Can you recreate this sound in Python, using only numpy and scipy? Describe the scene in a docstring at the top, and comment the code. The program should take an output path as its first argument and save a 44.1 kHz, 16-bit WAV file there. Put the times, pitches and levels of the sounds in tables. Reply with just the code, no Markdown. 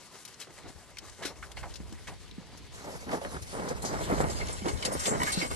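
"""Hand plow in dry soil

A steel plow is dragged through cloddy soil, heard by a phone from two places one after the other.
Grit hisses and crackles along the blade and rings it; stones strike it, soil rumbles and crunches,
clods and boots thud. Wind buffets the microphone ports, leaves rustle, an insect and a bird call far off."""
import sys
import numpy as np
from scipy import signal
from scipy.fft import rfft, irfft, next_fast_len
from scipy.io import wavfile
from scipy.ndimage import uniform_filter1d, map_coordinates

SR = 44100
rng = np.random.default_rng(int(sys.argv[2]) if len(sys.argv) > 2 else 0)


def master_out(mix):
    """Clip the mix to full scale and print it as 16-bit PCM to the path in sys.argv[1]."""
    frames = np.transpose(np.atleast_2d(mix))
    ceiling = np.clip(frames, -1, 1)
    pcm = np.round(ceiling * 32767).astype(np.int16)
    wavfile.write(sys.argv[1], SR, pcm)


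N = 244966
T, FFT_SIZE = np.arange(N) / SR, next_fast_len(N)
FREQ = np.maximum(np.fft.rfftfreq(FFT_SIZE, 1 / SR), 1)
MOVE_S = 2.73  # the phone changes place


def undb(db):
    """Gain of a level in dB."""
    return 10 ** (np.asarray(db) / 20)


def unit(x):
    """Scale to rms 1."""
    return x / np.sqrt(np.mean(x ** 2))


def curves(table):
    """Columns of a time table, one value a sample."""
    times, *columns = np.transpose(table)
    return [np.interp(T, times, column) for column in columns]


def spectra(table):
    """Columns of a frequency table, one value a bin."""
    hz, *columns = np.transpose(table)
    return [np.interp(np.log(FREQ), np.log(hz), column) for column in columns]


def colour(x, table):
    """Shape x by an EQ curve, rms 1."""
    return unit(irfft(rfft(x, FFT_SIZE) * undb(spectra(table)[0]), FFT_SIZE)[..., :N])


def resonate(x, hz, width_hz):
    """Two-pole resonance, gain 1 at the centre."""
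    return signal.lfilter(*signal.iirpeak(hz, hz / width_hz, SR), x)


def wander(rate_hz):
    """Slow random modulation: held values, slewed twice."""
    hold = int(SR / rate_hz)
    steps = np.repeat(rng.standard_normal(N // hold + 1), hold)
    return 2.51 * uniform_filter1d(uniform_filter1d(steps, hold), hold)[:N]


def grains(per_s, spread_db):
    """Clicks at random moments, many small and a few large, in two unrelated rows."""
    clicks = (rng.random((2, N)) < per_s / SR) * rng.standard_normal((2, N))
    size_db = spread_db * np.minimum(rng.exponential(size=(2, N)), 2.4)
    return unit(clicks * undb(size_db))


def swells(table, attack_s, t60_s):
    """One envelope an event: attack, hold, release."""
    out = np.zeros((len(table), N))
    for row, (start_s, hold_s, db, *_) in zip(out, table):
        span = slice(int(start_s * SR), int(start_s * SR) + SR // 2)
        age = T[span] - start_s
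        release_db = 60 * np.maximum(age - attack_s - hold_s, 0) / t60_s
        row[span] = np.clip(age / attack_s, 0, 1) * undb(db - release_db)
    return out


def impacts(table, rise, ring_db, thud_db):
    """Each hit cracks, rattles and rings at its own pitch and four chance ones, over an optional thud."""
    crack_db, crack_t60_s, sag_s = -2.5, 0.0054, 0.0041
    out, t = np.zeros((2, N + SR)), np.arange(SR // 4) / SR
    noises = rng.standard_normal((len(table), 2, len(t)))
    detunes = rng.uniform(-1.044, 1, (len(table), 4))
    for (start_s, db, hz, decay_s, breadth), noise, detune in zip(table, noises, detunes):
        # a crust that takes long to crumble also takes longer to give way
        age = t / max(decay_s, .01)
        envelope = (1 - np.exp(-age / rise)) * undb(-25 * age - 38 * age ** 2)
        width_hz = np.clip(breadth, .1, 2.5) * hz
        band = resonate(noise, hz, width_hz)
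        rattle = unit(resonate(band, hz, width_hz) + 1.4 * band) * envelope
        crack = unit(band) * undb(crack_db - 60 * t / crack_t60_s)
        pitches = np.clip(hz * 2 ** np.append(0, 0.853 * breadth * detune), 60, 11500)
        ring = sum(resonate(rattle, f, .06 * f) * np.sqrt(width_hz / (.06 * f)) for f in pitches)
        # the thud starts an octave high and sags to its pitch
        phase = 2 * np.pi * hz * (t - sag_s * np.expm1(-t / sag_s))
        thud = np.sin(phase) * envelope ** 2 * undb(thud_db)
        start = int(start_s * SR)
        out[:, start:start + len(t)] += (thud + crack + rattle + undb(ring_db) * ring) * undb(db)
    return out[:, :N]


# tone of grit sliding on steel: freq_hz, gain_db
GRIT_EQ = [(410, 7), (700, -3.5), (1750, -7.5), (2500, -10.5), (5460, -8), (6880, -8.5), (7500, -8),
           (11200, -13.5), (13000, -18.5)]


def grit(drag_db, crunch_envelopes):
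    """Fine sand hisses and coarser grains crackle in uneven slips; each crunch throws up more."""
    sand = colour(rng.standard_normal((2, N)) + 0.47 * grains(per_s=1000, spread_db=2.5), GRIT_EQ)
    # grain size varies along the furrow, so narrow bands swell on their own
    bands_hz = 800 * 2 ** np.arange(0, 4.1, .33)
    sand = sum(resonate(sand, hz, .3 * hz) * undb(1.7 * wander(30)) for hz in bands_hz)
    thrown = undb(-13.5) * np.linalg.norm(crunch_envelopes, axis=0)
    slips = undb(0.18 * wander(52) + 1.12 * wander(50))
    return unit(sand) * np.hypot(undb(drag_db), thrown) * slips


# modes of the steel blade: pitch_hz, width_hz, gain_db
BLADE_MODES = [(1015, 90, -7), (1213, 35, -7), (1505, 30, -8), (1685, 38, -9), (1925, 50, -4),
               (2130, 45, -5), (2195, 50, -4), (2695, 40, -6), (3040, 110, -4), (3550, 50, -8),
               (3910, 55, -5), (4190, 45, -2), (4460, 45, -7), (4770, 45, -5), (5470, 50, -4),
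               (6050, 60, -11), (6500, 100, -11), (7265, 34, -2), (7372, 30, -6), (7447, 22, -5),
               (7510, 45, -7), (8560, 40, -6), (8733, 45, -1), (11100, 90, -8)]
# the ring comes forward as the blade nears: time_s, gain_db
BLADE_NEARNESS = [(0, -9.5), (3.75, -10), (4.2, -3), (5.55, 0)]


def blade(scrape, hits):
    """The steel rings, its top modes faint from afar; the wandering contact drives each mode unevenly."""
    near = undb(curves(BLADE_NEARNESS)[0])
    ring = np.zeros_like(scrape)
    for hz, width_hz, db in BLADE_MODES:
        contact = wander(40)
        drive = scrape * undb(3 * contact - 1.5) + hits * undb(2.5 * contact)
        mode = undb(db) * resonate(drive, hz, width_hz) / np.sqrt(width_hz)
        ring += mode * (near if hz > 7000 else 1)
    drive_rms = np.sqrt(np.mean((scrape + hits) ** 2))
    return near * drive_rms * unit(ring)


# tone of tumbling earth: freq_hz, gain_db
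SOIL_EQ = [(59, -38), (100, -1.5), (171, 3), (243, -1.5), (510, -3), (840, -4), (2160, -16.5), (3250, -48)]


def soil():
    """Tumbling soil makes a low, grainy rumble."""
    return colour(rng.standard_normal((2, N)) + 0.59 * grains(per_s=400, spread_db=5), SOIL_EQ)


# the rising breeze: time_s, level_db
BREEZE = [(0.0, -69), (0.6, -61), (1.4, -52.5), (1.85, -45), (2.25, -51.5), (3.0, -48.5), (3.7, -45.5),
          (4.2, -33), (4.6, -38.5), (5.1, -46), (5.55, -40)]
# single puffs: start_s, hold_s, level_db, left_minus_right_db
WIND_PUFFS = [(0.633, 0.037, -46, 1), (0.748, 0.017, -47, 7.5), (1.546, .03, -45, 1),
              (3.223, 0.034, -46, -7), (3.407, 0.02, -43, -5), (3.56, 0.019, -41, 7),
              (3.742, 0.023, -41.5, -9), (3.928, 0.03, -40, -10), (4.42, 0.03, -42, 13),
              (4.723, 0.02, -37, 22.5), (4.955, 0.023, -37, 8), (5.158, 0.05, -35, 2.5)]
# tone of the buffeting: freq_hz, gain_db
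WIND_EQ = [(20, -22), (40, -2.5), (60, 4), (120, -6.5), (250, -20.5), (600, -24), (1500, -73)]


def wind():
    """Low buffeting, partly opposed at the two ports; each puff leans to one side."""
    lean = undb(np.outer([1, -1], np.transpose(WIND_PUFFS)[3]))
    puff_power = lean @ swells(WIND_PUFFS, attack_s=0.011, t60_s=0.25) ** 2
    gain = np.sqrt(undb(curves(BREEZE)[0]) ** 2 + puff_power)
    shared, left, right = (colour(rng.standard_normal(N), WIND_EQ) * undb(1.63 * wander(13))
                           for _ in range(3))
    return gain * np.array([left + shared, right - shared]) / np.sqrt(2)


# tone of the open-air bed: freq_hz, gain_db
FIELD_EQ = [(59, -17), (100, 18), (470, 4.5), (1150, -73.5), (1660, -2), (4510, 0.5), (10800, -39),
            (13000, -38)]


def field():
    """Far rustle of leaves and air, partly alike left and right."""
    mid, side = (colour(rng.standard_normal(N), FIELD_EQ) for _ in range(2))
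    return undb(-61 + 1.2 * wander(3)) * np.array([mid + .6 * side, mid - .6 * side])


# stones and crusts against the blade: start_s, level_db, pitch_hz, decay_s, breadth_ratio
STONE_HITS = [(0.2505, -40, 5750, 0.037, 1.4), (0.277, -46.5, 5770, 0.054, 1.3),
              (0.3415, -47, 5500, 0.018, 0.56), (0.4, -41.5, 6150, 0.054, 1.1),
              (0.412, -42, 4330, 0.073, 2.35), (0.97, -44.5, 2450, 0.025, 1.8),
              (0.9845, -36.5, 4570, 0.024, 1.8), (1.0975, -49, 5650, 0.024, 1.2),
              (1.2232, -38.5, 1710, 0.16, 4), (1.2507, -34, 4000, 0.11, 1.8),
              (1.4261, -43, 1580, 0.071, 0.59), (1.5165, -44, 5000, 0.023, 1.6),
              (1.562, -52, 4530, 0.13, .1), (1.569, -43, 2550, 0.055, 0.82), (1.6296, -45, 1300, 0.082, 1),
              (1.7391, -45, 4800, 0.042, 1.3), (1.7562, -42, 4900, 0.05, 1),
              (1.925, -46.5, 5240, 0.019, 2.8), (2.0717, -41.5, 2480, 0.086, 4),
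              (2.3115, -50, 3830, .02, 0.83), (2.5726, -49.5, 5630, 0.06, 1.5),
              (3.0914, -41, 1700, 0.018, 0.35), (3.1137, -39.5, 1350, 0.05, 3.4),
              (3.2485, -38, 1610, 0.012, 0.6), (3.367, -40, 1380, 0.02, 0.37),
              (3.4201, -43.5, 6400, 0.08, 1.55), (3.686, -40, 6060, 0.061, 0.74),
              (3.8204, -41, 7490, 0.093, 1.15), (3.848, -37, 5930, 0.16, 0.85),
              (4.2385, -42, 1140, 0.027, 1.1), (4.2977, -42, 6600, 0.1, 0.7),
              (4.4036, -42.5, 2260, 0.075, 0.57), (4.4695, -46, 5800, 0.03, 0.21),
              (4.484, -42, 4480, 0.035, 1.3), (4.5254, -42.5, 7800, 0.078, 0.24),
              (4.6818, -39, 4850, 0.074, 2), (4.8248, -35.5, 2450, 0.038, 2.1),
              (4.8493, -28, 4800, 0.054, 1.64), (4.9223, -41, 10100, 0.11, 0.57),
              (4.9932, -38, 7260, 0.099, .5), (5.056, -33, 2830, 0.066, 2.4),
              (5.063, -33.5, 7570, 0.18, 0.21), (5.232, -32.5, 5100, 0.027, 5.6),
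              (5.385, -39.5, 4150, 0.076, 0.52), (5.2657, -37, 1800, 0.12, 0.5),
              (5.3195, -33, 7100, 0.07, 0.7), (5.322, -39.5, 4100, 0.19, 0.29),
              (5.412, -39, 2280, 0.09, 0.64), (5.5117, -40, 1060, 0.033, 2)]


def stones(grit_db):
    """Stones strike the steel; small pebbles tick at random, following the level of the grit."""
    count, decay_s, breadth = 30, 0.03, 1
    pebbles = [(when * T[-1], grit_db[int(when * N)] - 2 - 6 * softness,
                1500 * 2 ** (2.62 * pitch), decay_s, breadth)
               for when, pitch, softness in rng.random((count, 3))]
    return impacts(STONE_HITS + pebbles, rise=0.018, ring_db=-16, thud_db=-np.inf)


# soil crushed under boot or blade: start_s, hold_s, level_db, hollow_pitch_hz
SOIL_CRUNCHES = [(0.456, 0.039, -54, 400), (0.641, 0.022, -51, 310), (1.017, 0.012, -57.5, 393),
                 (1.186, 0.061, -48, 463), (1.628, 0.019, -48, 750), (2.059, 0.046, -49, 810),
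                 (2.836, 0.062, -42, 626), (2.925, 0.012, -53, 453), (3.066, 0.076, -41, 275),
                 (3.121, 0.0073, -33.5, 420), (3.22, 0.024, -41, 574), (3.525, 0.17, -38, 470),
                 (3.83, 0.13, -43.5, 425), (4.098, 0.034, -33, 426), (4.194, 0.026, -36.5, 517),
                 (4.39, 0.021, -49, 406), (4.644, 0.034, -33.5, 403), (4.832, 0.1, -36.5, 504),
                 (5.057, 0.08, -34, 430), (5.499, .04, -37.5, 404)]


def crunches(rumble, envelopes):
    """Crushed soil: each crunch is a swell of the rumble with a hollow note of its own."""
    hollow_db, width_ratio = -8.5, 0.39
    out = np.zeros_like(rumble)
    for (start_s, *_, hz), envelope in zip(SOIL_CRUNCHES, envelopes):
        span = slice(int(start_s * SR), int(start_s * SR) + SR // 2)
        band = resonate(rumble[:, span], hz, width_ratio * hz)
        hollow = unit(resonate(band, hz, 2 * width_ratio * hz))
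        out[:, span] += unit(rumble[:, span] + undb(hollow_db) * hollow) * envelope[span]
    return out * undb(1.7 * wander(70))


# knocks of clods and boots: start_s, level_db, pitch_hz
CLOD_KNOCKS = [(1.219, -39, 633), (1.251, -36, 285), (1.569, -46, 650), (1.632, -41.5, 845),
               (1.801, -37, 133), (1.894, -45, 202), (1.921, -40.5, 210), (2.083, -45, 764),
               (2.317, -49, 193), (2.38, -39.5, 176), (2.602, -47.5, 187), (3.027, -44.5, 476),
               (3.065, -37, 225), (3.13, -27.5, 499), (3.213, -36, 590), (3.247, -37, 545),
               (3.529, -37, 400), (3.596, -30.5, 376), (3.936, -32, 586), (4.007, -28, 399),
               (4.098, -28, 477), (4.124, -26, 222), (4.179, -27.5, 477), (4.295, -34.5, 527),
               (4.494, -36, 496), (4.616, -34, 200), (4.657, -26, 331), (5.078, -27.5, 426),
               (5.371, -24.5, 172), (5.423, -34, 292), (5.449, -36, 490)]


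def clods():
    """Clods and boots land with a short, dull thud."""
    decay_s, breadth = 0.056, 0.94
    knocks = [(*knock, decay_s, breadth) for knock in CLOD_KNOCKS]
    return undb(-2.5) * impacts(knocks, rise=0.028, ring_db=-9.5, thud_db=6)


# the buzz fading away: time_s, level_db
INSECT_FADE = [(2.73, -73), (3.5, -79), (3.8, -90)]


def insect():
    """A thin buzz of narrow noise, heard from the second place."""
    buzz = unit(resonate(rng.standard_normal(N), hz=5750, width_hz=120))
    return buzz * undb(curves(INSECT_FADE)[0]) * (T > MOVE_S)


# four chirps, each a list of glide points: time_s, pitch_hz, level_db
BIRD_CHIRPS = [
    [(2.79, 3000, -70), (2.81, 4050, -57), (2.828, 4350, -59)],
    [(2.96, 7200, -66), (2.975, 5400, -69), (2.99, 4700, -59), (3.018, 4150, -61)],
    [(3.085, 4700, -63), (3.115, 4250, -57), (3.122, 3500, -61)],
    [(3.25, 4400, -63), (3.29, 4150, -57), (3.325, 3700, -61)],
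]


def bird():
    """A far bird whistles short, pure glides."""
    out, fade_s = np.zeros(N), 0.0029
    for chirp in BIRD_CHIRPS:
        hz, db = curves(chirp)
        start_s, end_s = chirp[0][0], chirp[-1][0]
        gate = np.clip(np.minimum(T - start_s, end_s - T) / fade_s, 0, 1)
        out += np.sqrt(2) * gate * undb(db) * np.sin(2 * np.pi * np.cumsum(hz) / SR)
    return out


# bounces of the blade: start_s, level_db
BOUNCES = [(5.2015, -28.5), (5.2165, -23), (5.2315, -28)]
# modes of the stone it skips on: pitch_hz, gain_db
STONE_MODES = [(990, 8), (1950, 3), (2200, -1), (2980, -4)]


def skips():
    """The blade bounces three times on one stone, which rings briefly, a little differently each time."""
    attack_s, t60_s = 0.0024, 0.027
    out, t = np.zeros(N), np.arange(SR // 8) / SR
    for start_s, db in BOUNCES:
        jitters = rng.standard_normal(len(STONE_MODES))
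        ring = sum(undb(mode_db + 2 * jitter - 60 * t / t60_s) * np.sin(2 * np.pi * hz * t + jitter)
                   for (hz, mode_db), jitter in zip(STONE_MODES, jitters))
        out[int(start_s * SR):][:len(t)] += undb(db) * np.minimum(t / attack_s, 1) * ring
    return out


# the steady drag, louder as the blade nears the phone: time_s, grit_db, soil_db
DRAG_LEVELS = [(0.0, -51.5, -67), (0.5, -54.5, -70), (1.15, -55.5, -60), (1.6, -53, -54),
               (2.15, -57.5, -75), (2.45, -58, -57), (2.7, -58.5, -62), (2.76, -51.5, -49.5),
               (3.0, -52, -51.5), (3.5, -49, -46), (3.75, -48.5, -44.5), (4.2, -44.5, -36.5),
               (4.6, -45.5, -45.5), (4.9, -47, -45.5), (5.04, -37.5, -49.5), (5.12, -48, -36),
               (5.19, -42.5, -40), (5.26, -38.5, -40.5), (5.44, -39.5, -38.5), (5.49, -46, -49),
               (5.55, -44, -43)]


def plow():
    """Grit and stones ring the blade as soil tumbles; row one is direct, row two ground scatter."""
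    grit_db, soil_db = curves(DRAG_LEVELS)
    crunch_envelopes = swells(SOIL_CRUNCHES, attack_s=0.017, t60_s=0.16)
    scrape = grit(grit_db, crunch_envelopes)
    hits = stones(grit_db)
    rumble = soil()
    furrow = rumble * undb(soil_db + 2.2 * wander(30))
    earth = furrow + crunches(rumble, crunch_envelopes) + clods()
    return scrape + hits + earth + blade(scrape, undb(1.5) * hits) + skips()


# stereo image facing the plow, then beside it: freq_hz, right_lead_rad, likeness_ratio, left_minus_right_db
IMAGE_FACING = [(100, 2.8, .6, 0), (215, 1.6, .8, 1), (350, .7, .9, 2), (1000, 0, .93, 0),
                (2200, -.65, .9, -2), (3000, -.85, .85, 0), (4300, -.9, .75, 11), (6000, -.2, .4, 16),
                (7500, 0, .25, 8), (9300, -2.4, .4, 0)]
IMAGE_BESIDE = [(100, 2.2, .7, 1), (215, .6, .93, 4), (350, .6, .97, -3), (700, .5, .92, -1),
                (1300, .3, .6, 0), (2200, .9, .5, -1), (4300, .1, .35, 4), (7300, .1, .45, 3),
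                (8600, .1, .5, -2)]


def ports(sound, image):
    """Each microphone port gets its own phase and level; the right one also takes in the scatter."""
    lead, likeness, pan_db = spectra(image)
    direct, scattered = rfft(sound, FFT_SIZE)
    pan = np.exp(-.5j * lead) * undb(pan_db / 2)
    left = direct * pan
    right = (likeness * direct + np.sqrt(1 - likeness ** 2) * scattered) / pan
    equal_power = np.sqrt(2 / (undb(pan_db) + undb(-pan_db)))
    return irfft(equal_power * np.array([left, right]), FFT_SIZE)[:, :N]


# the plow swings right, so the left port hears it later: time_s, delay_samples
LEFT_DELAY = [(2.73, 6.6), (4.5, 12.8), (5.55, 15.7)]


def scene():
    """The plow from each place in turn, with wind, insect, bird and field around it."""
    tool = plow()
    facing = ports(tool, IMAGE_FACING)
    beside = ports(tool, IMAGE_BESIDE)
    beside[0] = map_coordinates(beside[0], [np.arange(N) - curves(LEFT_DELAY)[0]], order=3)
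    crossfade = np.clip((T - MOVE_S) / 0.0067, 0, 1)
    return (1 - crossfade) * facing + crossfade * beside + wind() + insect() + bird() + field()


def record(dry):
    """The image narrows in one high band; the treble falls steeply and the top is cut."""
    narrow_hz, narrow_width_hz, rolloff_hz, top_hz = 10950, 620, 12150, 15800
    mid, side = rfft([dry[0] + dry[1], dry[0] - dry[1]], FFT_SIZE) / 2
    fold = .9 * np.exp(-((FREQ - narrow_hz) / narrow_width_hz) ** 4)
    mid, side = mid * np.sqrt(1 + fold), side * (1 - fold)
    narrowed = irfft([mid + side, mid - side], FFT_SIZE)[:, :N]
    softened = signal.sosfilt(signal.cheby1(12, 1, rolloff_hz, fs=SR, output="sos"), narrowed)
    return signal.sosfilt(signal.ellip(10, .2, 70, top_hz, fs=SR, output="sos"), softened)


dry = scene()
out = record(dry)
master_out(out)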